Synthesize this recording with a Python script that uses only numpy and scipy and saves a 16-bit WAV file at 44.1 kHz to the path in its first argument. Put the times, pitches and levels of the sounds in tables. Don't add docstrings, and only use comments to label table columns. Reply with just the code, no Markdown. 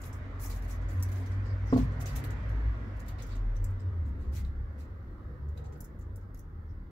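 import sys
import numpy as np
from scipy import signal
from scipy.fft import rfft, irfft
from scipy.io import wavfile
from scipy.ndimage import uniform_filter1d

SR = 44100
rng = np.random.default_rng(int(sys.argv[2]) if len(sys.argv) > 2 else 0)


def log_audio(samples):
    frames = np.atleast_2d(samples).T
    limited = np.clip(frames, -1, 1)
    pcm = np.round(limited * 32767).astype(np.int16)
    wavfile.write(sys.argv[1], SR, pcm)


def volts_from_decibels(level):
    exponent = np.asarray(level, float) / 20
    return 10 ** exponent


N = 304712

# (frequency [Hz], likeness [-1 to 1])
LIKENESS = [(60, 0.98), (180, 0.94), (550, 0.62), (1650, -0.22), (4970, 0.13), (15000, 0.096)]


def evened(x):
    return x / np.sqrt(np.mean(x ** 2) + 1e-20)


def read(points, hz):
    f, value = np.transpose(points)
    return np.interp(np.log(hz + 1), np.log(f + 1), value)


def add(mix, s, sound):
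    part = mix[..., round(s * SR):][..., :sound.shape[-1]]
    part += sound[..., :part.shape[-1]]


def unroll(rows):
    s, *columns = np.transpose(rows)
    t = np.arange(s[0], s[-1], 1 / SR)
    return [t] + [np.interp(t, s, c) for c in columns]


def resonate(x, hz, width):
    turn = np.exp(2j * np.pi * np.cumsum(hz * np.ones(x.shape[-1])) / SR)
    r = np.exp(-np.pi * width / SR)
    return 2 * (turn * signal.lfilter([1 - r], [1, -r], x / turn)).real


def crackle(size, spread_db):
    strength = np.minimum(rng.exponential(1, size // 24 + 1), 4.2)
    clumps = volts_from_decibels(spread_db * np.repeat(strength, 24)[:size])
    return evened(rng.standard_normal((2, size)) * uniform_filter1d(clumps, 12))


def road():
    # (time [s], level [dB])
    wash = [
        (0.0, -52.5),
        (1.67, -51),
        (2.25, -47.5),
        (3.04, -53),
        (4.389, -58),
        (5.75, -58.5),
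        (6.331, -61),
        (6.91, -61.5),
    ]
    # (frequency [Hz], level per Hz [dB])
    near_colour = [(15, -47.5), (30, -28), (60, -6), (105, -10.5), (190, -28), (255, -18.5), (330, -29.5),
                   (550, -31.5), (850, -37), (1020, -33.5), (2050, -36.5), (2500, -47.5), (7000, -65),
                   (16000, -87.5)]
    # (frequency [Hz], level per Hz [dB])
    far_colour = [(15, -42), (30, -3.5), (102, -6), (125, -21.5), (195, -17), (416, -25), (520, -26.5),
                  (700, -36), (1290, -31.5), (2050, -40), (2400, -54), (4500, -57), (6500, -65.5),
                  (16000, -73.5)]
    rumble_share = 0.65
    pass_s, pass_db, pass_width_s = 4.25, 6, 0.37

    frames, hz = N // 512 + 5, np.fft.rfftfreq(2048, 1 / SR)
    a, b, c, d, patches = rng.standard_normal((frames, len(hz), 5)).T
    patches = evened(uniform_filter1d(uniform_filter1d(patches, 5, axis=0), 8, axis=1))
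    t = np.arange(frames) * 512 / SR
    s, wash_db = np.transpose(wash)
    level_db = np.interp(t, s, wash_db)

    away = np.clip((t - 2.4) / 3.3, 0, 1)
    colour_db = (1 - away) * read(near_colour, hz)[:, None] + away * read(far_colour, hz)[:, None]
    middle = (hz > 350) & (hz < 2500)
    colour_db -= 10 * np.log10((volts_from_decibels(colour_db[middle]) ** 2).sum(0))

    bass = 1 / (1 + (hz[:, None] / 330) ** 4)
    steady = 1 / (1 + (8000 / (hz[:, None] + 1)) ** 4)
    passing_db = pass_db * np.exp(-((t - pass_s) / pass_width_s) ** 2) - 0.98
    swing_db = bass * ((rumble_share - 1) * (level_db - level_db.mean()) + passing_db)
    swing_db -= .4 * steady * (level_db - uniform_filter1d(level_db, 150))

    same = np.clip(read(LIKENESS, hz), -1, 1)[:, None]
    left = a + 1j * b
    right = same * left + np.sqrt(1 - same ** 2) * (c + 1j * d)
    z = np.array([left, right]) * volts_from_decibels(colour_db + level_db + swing_db + 2.08 * patches + 2.0)
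    return signal.istft(z, nperseg=2048, noverlap=1536)[1][:, :N]


def drone(t, hz, gain):
    drift, flutter = (evened(uniform_filter1d(uniform_filter1d(v, 2000), 2000))[:len(t)]
                      for v in rng.standard_normal((2, N + SR)))
    tone = np.sqrt(2) * np.sin(2 * np.pi * np.cumsum(hz * (1 + 0.016 * drift)) / SR)
    return gain * volts_from_decibels(2.5 * flutter) * tone * signal.windows.tukey(len(t), .04)


def engines():
    # (time [s], pitch [Hz])
    truck_rate = [(0.0, 39.3), (.48, 45.9), (1.0, 51.08), (1.7, 55.6), (1.8, 53.88), (2.68, 54.2),
                  (2.95, 50.46), (3.54, 38.85), (3.85, 33.7)]
    boom_hz = [(0.0, 93.64), (.67, 89.3), (1.09, 95), (1.9, 98.9), (2.67, 99.4), (3.7, 94.5), (4.1, 88.8),
               (4.5, 96), (6.91, 94.97)]
    car_rate = [(3.8, 84.2), (3.99, 84.23), (4.1, 65.64), (4.89, 74.1), (5.33, 65.37), (5.44, 72.87),
                (6.11, 66.55), (6.57, 80.3), (6.91, 71.4)]
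    # (time of top [s], level [dB], rise [s], fall [s])
    truck_swells = [(.31, -42, 0.083, 0.99), (.86, -33, 0.6, 0.058), (1.71, -33, 0.54, 0.034),
                    (1.8, -28.5, 0.028, 0.2), (2.15, -30, 0.062, 0.051), (2.68, -29.5, 0.52, 0.16),
                    (3.54, -29.5, 0.58, 0.37)]
    boom_swells = [(0.0, -20, .1, 0.054), (.3, -41.5, 1.7, 1.8), (1.09, -26, 0.26, 0.13),
                   (1.33, -28.5, .17, 0.96), (2.27, -37, 0.64, 0.22), (2.7, -41.5, 0.53, 1.6),
                   (3.7, -29, 0.21, 0.075), (3.89, -32, 0.23, 0.055), (4.06, -39, 0.18, 0.23),
                   (4.37, -43, 0.22, .2), (4.66, -45, 0.096, 0.28), (5.6, -47, 1.2, 0.17),
                   (6.08, -41, .12, 0.3), (6.72, -45, 0.18, 0.049)]
    car_swells = [(4.1, -36, 0.5, 0.78), (4.35, -38, 0.12, 0.39), (4.86, -38, 1.8, 0.034),
                  (5.44, -38, 0.24, 0.52), (6.11, -47, 0.17, .1), (6.57, -43.5, 0.059, 0.49)]
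    # (time [s], firing rate [Hz], level [dB])
    far_engines = [
        [(3.9, 35.2, -47), (4.6, 36.5, -42), (4.78, 49.9, -56), (5.69, 48.6, -56), (5.88, 38, -53),
         (6.91, 37.98, -48)],
        [(5.1, 148.5, -66), (5.482, 144.4, -50), (6.792, 152.2, -64.5), (6.91, 156, -75)],
        [(1.8, 138.8, -41), (2.538, 126.1, -55.5), (2.6, 143, -63)],
    ]
    slope_db = -13.5

    out = np.zeros(N)
    for rows, swells in ((truck_rate, truck_swells), (boom_hz, boom_swells), (car_rate, car_swells)):
        t, hz = unroll(rows)
        power = 0
        for top_s, db, rise, fall in swells:
            distance = np.maximum((top_s - t) / rise, (t - top_s) / fall)
            power = power + volts_from_decibels(db + slope_db * distance) ** 2
        add(out, t[0], drone(t, hz, np.sqrt(power)))
    for rows in far_engines:
        t, hz, db = unroll(rows)
        add(out, t[0], drone(t, hz, volts_from_decibels(db)))
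    return out


def scrapes():
    # (start [s], hardest [s], end [s], pressure [dB], drag on the tile [dB])
    slide_list = [(0.0, 0.008, 0.021, -73, -12), (0.033, 0.06, .12, -63, -5), (0.122, 0.154, 0.2, -74, -12),
                  (0.621, 0.652, .685, -69.5, 2), (0.386, 0.446, 0.53, -54, -8),
                  (0.491, 0.501, 0.57, -55.5, 0.5), (0.539, 0.567, .61, -63, -6.5),
                  (0.671, 0.711, 0.78, -60, -2), (0.879, 0.908, 1.07, -68, -1.5),
                  (1.125, 1.151, 1.4, -67.5, 3), (1.762, 1.765, 1.87, -57, 3.5),
                  (1.995, 2.017, 2.036, -57.5, -5.5), (2.051, 2.061, 2.15, -55.5, 4),
                  (2.148, 2.164, 2.214, -51.5, -3), (3.173, 3.205, 3.28, -70, 11),
                  (3.258, 3.322, 3.42, -72.5, 12), (4.05, 4.088, 4.125, -79.5, -6),
                  (4.17, 4.22, 4.33, -78, 4.5), (4.314, 4.372, 4.435, -59.5, 0.7),
                  (4.768, 4.81, 4.87, -70.5, 3)]
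    touch_db, lift_db = -12.5, -18.5
    bright_per_drag = -0.44

    parts = np.zeros((3, 2, N))
    for start, top, end, top_db, drag_db in slide_list:
        db = unroll([(start, top_db + touch_db), (top, top_db), (end, top_db + lift_db)])[1]
        rub = np.array([crackle(4 * 4096, 1.9)[:, :len(db)] for _ in range(3)])
        rub *= signal.windows.tukey(len(db), .3)
        part_db = np.array([drag_db, 0, bright_per_drag * drag_db - 3]) + 4.0
        add(parts, start, volts_from_decibels(part_db)[:, None, None] * volts_from_decibels(db) * rub)
    return parts


def touches():
    # (time [s], blow [dB], ringing facet [Hz], bright part [dB])
    flicks = [(.016, -44.5, 7100, -4), (.128, -46, 7750, -6), (.411, -48, 7620, -11),
              (.4594, -37, 6760, -23), (.5144, -44.5, 7090, -10.5), (1.0255, -34.5, 5900, 2),
              (1.158, -48, 5950, -17), (2.0198, -45, 11440, -11), (2.0688, -43.5, 6950, -6.5),
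              (2.161, -37.5, 10490, 0.5), (3.2215, -39.5, 6100, -7), (3.562, -55.5, 5935, -8),
              (3.626, -66, 3640, 3.5), (3.6425, -40, 7800, -3.5), (3.702, -60, 3570, 0),
              (5.4859, -65.5, 6815, -0.5), (5.805, -43, 11700, 2.5), (5.8426, -48, 6950, 2.3),
              (5.8634, -75, 5815, -4.5), (5.9895, -59.5, 6810, 0), (6.158, -53.5, 10430, 3),
              (6.372, -56.5, 11700, -7.5), (6.39, -51.5, 6140, 1.5)]
    # (time [s], blow [dB], ringing facet [Hz], bright part [dB])
    pats = [(.036, -43, 3900, -8), (.394, -52.5, 4300, -8), (.62, -52, 11200, -4.5), (.677, -57, 3820, -1),
            (.707, -48, 6050, -12.5), (.816, -54.5, 3580, -21), (.885, -49.5, 7330, -11),
            (1.3164, -51, 4460, -19), (1.6706, -58.5, 5960, -3), (1.689, -66.5, 5270, -28),
            (1.767, -49.5, 4050, -5), (2.0567, -39, 5860, -15), (3.264, -58, 5370, 5),
            (3.353, -51.5, 7000, -6.5), (3.5548, -56, 3468, -16.5), (3.797, -54.5, 4910, -24),
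            (4.0537, -62.5, 3570, -19), (4.362, -48.5, 6060, -9), (4.4655, -64.5, 3980, -1),
            (5.654, -59.5, 6900, -19), (6.0076, -57.5, 7274, -6.5), (6.343, -57, 11700, -5)]
    # (time [s], blow [dB], ringing facet [Hz], bright part [dB])
    landings = [(.9964, -53.5, 3990, -1.5), (1.0844, -51, 3530, 0), (1.115, -47.5, 6460, 1.5),
                (1.26, -51, 5890, -13), (1.4545, -57, 4814, -23.5), (1.717, -54.5, 5220, -25.5),
                (1.7317, -42.5, 3570, -20), (1.917, -57, 5820, -22), (2.0045, -43.5, 6280, -6.5),
                (2.1274, -51.5, 5700, -4.5), (2.2385, -43.5, 11800, 0.5), (2.303, -49.5, 7200, -4),
                (2.4903, -59, 6142, -3.5), (2.9607, -63, 9930, -3.5), (2.9938, -53.5, 7100, 0.5),
                (3.0586, -54.5, 4280, -5.5), (3.081, -46.5, 13080, -7), (3.0896, -51, 3500, -8.5),
                (3.183, -52, 4260, -24), (3.2894, -55, 5750, -16.5), (4.446, -59.5, 3940, -10),
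                (5.5618, -66.5, 3890, 0.5), (5.573, -56, 3800, -5), (5.6406, -56, 3720, -23),
                (5.722, -58, 6330, -5), (5.772, -69.5, 11700, 5), (6.209, -67.5, 5080, -6)]
    kinds = (flicks, -17, 0.0011, 0.0058), (pats, -2, .0022, 0.0077), (landings, 1.9, .003, 0.009)
    light_db = -89

    parts, rings = np.zeros((3, 2, N)), np.zeros((2, N))
    t = np.arange(2048) / SR
    for blows, dull_db, fold_s, settle_s in kinds:
        for s, db, hz, bright_db in blows:
            settle = max(settle_s * (2 + (db + 41.5) / (light_db + 38.5)), .002)
            crush = (1 - np.exp(-t / fold_s)) * np.exp(-(t / settle) ** 1.27)
            snaps = np.array([crackle(len(t), 4.05) for _ in range(3)]) * crush
            part_db = db - 9.5 + np.array([dull_db, 0, bright_db])
            add(parts, s - .001, volts_from_decibels(part_db)[:, None, None] * snaps)
            add(rings, s - .001, volts_from_decibels(db - 1.5) * resonate(snaps[1], hz, 600))
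    return parts, rings


def fur():
    # (start [s], length [s], first pitch [Hz], last pitch [Hz], level [dB])
    strokes = [
        (1.437, 0.1, 4800, 4800, -65.5),
        (1.655, 0.14, 6140, 3984, -61),
        (0.51, .5, 610, 560, -57),
        (5.52, .3, 479.7, 429.8, -56),
        (5.557, .24, 770, 805, -62.5),
        (6.679, 0.051, 5600, 5100, -79),
    ]
    out = np.zeros((2, N))
    for start, length, first_hz, last_hz, db in strokes:
        u = np.arange(0, length, 1 / SR) / length
        hz = first_hz + (last_hz - first_hz) * u
        rub = crackle(6 * 4096, 1.2)[:, :len(u)]
        stroke = volts_from_decibels(db - 10 * (2 * u - 1) ** 2)
        hollow = resonate(resonate(rub, hz, 0.21 * hz[0]), hz, 0.21 * hz[0])
        add(out, start, stroke * evened(hollow))
    return out


def door():
    # (time [s], blow [dB])
    bump_list = [
        (1.7263, -9.5),
        (1.7333, -15.5),
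        (1.761, -15),
        (1.7756, -17),
        (1.788, -23),
        (1.803, -29),
        (1.823, -35),
    ]
    # (frequency [Hz], level [dB], time to fall 60 dB [s])
    door_tones = [(121.6, -10.5, 0.1), (172.5, -12.5, 0.14), (249, -0.5, 0.063), (367, -6.5, 0.047),
                  (451, -8.5, 0.044), (679, -10, 0.032), (784, -11.5, 0.018), (1035, -8, 0.017),
                  (1290, -27, 0.029), (3410, -28.5, 0.017)]
    out, t = np.zeros(N), np.arange(9000) / SR
    for (s, blow_db), luck in zip(bump_list, rng.standard_normal((len(bump_list), len(door_tones), 2))):
        ring = 0
        for (hz, db, t60), (strength, shift) in zip(door_tones, luck):
            fade = volts_from_decibels(db + hz / 400 * np.tanh(strength) - 60 * t / t60)
            shifted_hz = hz * (1 + hz / 15000 * np.tanh(shift))
            ring = ring + fade * np.sin(2 * np.pi * shifted_hz * t)
        add(out, s, -volts_from_decibels(blow_db) * ring * (1 - np.exp(-t / 0.0014)))
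    return np.array([out, np.roll(out, 12)])


def pings():
    # (time [s], pitch [Hz], level [dB], time to fall 60 dB [s])
    ping_list = [
        (3.187, 4200, -53, .03),
        (3.564, 5930, -54, 0.048),
        (3.794, 4900, -64.5, 0.046),
        (4.448, 3840, -46, 0.018),
        (5.575, 3850, -47, 0.019),
        (5.758, 5000, -70.5, 0.044),
        (5.761, 2860, -58, .015),
        (5.808, 5200, -60, 0.028),
    ]
    out = np.zeros((2, N))
    t = np.arange(2048) / SR
    for s, hz, db, t60 in ping_list:
        rattle = evened(resonate(rng.standard_normal((2, len(t))), hz, 120))
        add(out, s, volts_from_decibels(db - 60 * t / t60) * (1 - np.exp(-t / 0.00092)) * rattle)
    return out


def turning(x):
    z = signal.stft(x, nperseg=256, noverlap=192)[2]
    patches = uniform_filter1d(rng.standard_normal(z.shape[1:]), size=4, axis=0)
    patches = uniform_filter1d(patches, size=14, axis=1)
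    z = z * volts_from_decibels(2.5 * evened(patches) - 2.5)
    return signal.istft(z, nperseg=256, noverlap=192)[1][:, :N]


def ball():
    # (frequency [Hz], level per Hz [dB])
    foil_colour = [(2000, 10.5), (3000, -3.5), (4400, -1), (5900, 6), (7000, 5.5), (8800, 2), (11600, -9.5),
                   (16000, -17)]
    parts, rings = touches()
    parts += scrapes()
    hz = np.fft.rfftfreq(N, 1 / SR)
    low, high = (1 / (1 + (edge_hz / (hz + 1)) ** 12) for edge_hz in (4900, 9000))
    bands = np.array([1 - low, low - high, high])
    shapes = volts_from_decibels(read(foil_colour, hz)) * bands / (1 + (2300 / (hz + 1)) ** 6)
    shapes /= np.sqrt((shapes ** 2).mean(1, keepdims=True))
    crinkle = irfft((rfft(parts) * shapes[:, None]).sum(0), N)
    return turning(crinkle) + rings + pings()


def corner(x, wet_db):
    # (frequency [Hz], time to fall 60 dB [s])
    echo_length = [(100, 0.72), (500, 0.068), (2000, 0.41), (6000, 0.19), (12000, 0.11)]
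    taps = np.zeros((2, SR // 2))
    at = np.arange(80, SR // 2 - 20, 20) + rng.integers(0, 20, (2, (SR // 2 - 81) // 20))
    np.put_along_axis(taps, at, rng.choice([-1., 1.], at.shape), 1)
    hz, t, z = signal.stft(taps, SR, nperseg=256)
    same = np.clip(read(LIKENESS, hz), 0, 1)[:, None]
    z[1] = same * z[0] + np.sqrt(1 - same ** 2) * z[1]
    fade = volts_from_decibels(-60 * t / read(echo_length, hz)[:, None])
    tail = signal.istft(z * fade, SR, nperseg=256)[1]
    echoes = signal.fftconvolve(x, tail / np.linalg.norm(tail[0]), axes=1)[:, :N]
    return x + volts_from_decibels(wet_db) * echoes


def scene():
    return corner(ball() + fur(), -7.5) + corner(door(), -7.0) + road() + engines()


def roll_off(x):
    return signal.sosfilt(signal.butter(12, 16640, fs=SR, output="sos"), x)


def record(dry):
    # (frequency [Hz], level [dB])
    port_colour = [(3000, -0.5), (6000, -1), (8100, -1), (8700, -3.5), (9600, -2), (10800, 3), (12000, 8),
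                   (13200, 6), (15500, 11)]
    # (frequency [Hz], left minus right [dB])
    port_lean = [(60, 0.5), (180, -0.5), (550, -1.0), (1650, -3), (4970, -0.5), (15000, 1)]
    hz = np.fft.rfftfreq(N, 1 / SR)
    ports_db = read(port_colour, hz) + np.array([[.5], [-.5]]) * read(port_lean, hz)
    ports = volts_from_decibels(ports_db) * (hz < 15760)
    return roll_off(irfft(rfft(dry) * ports, N))


dry = scene()
out = record(dry)
log_audio(out)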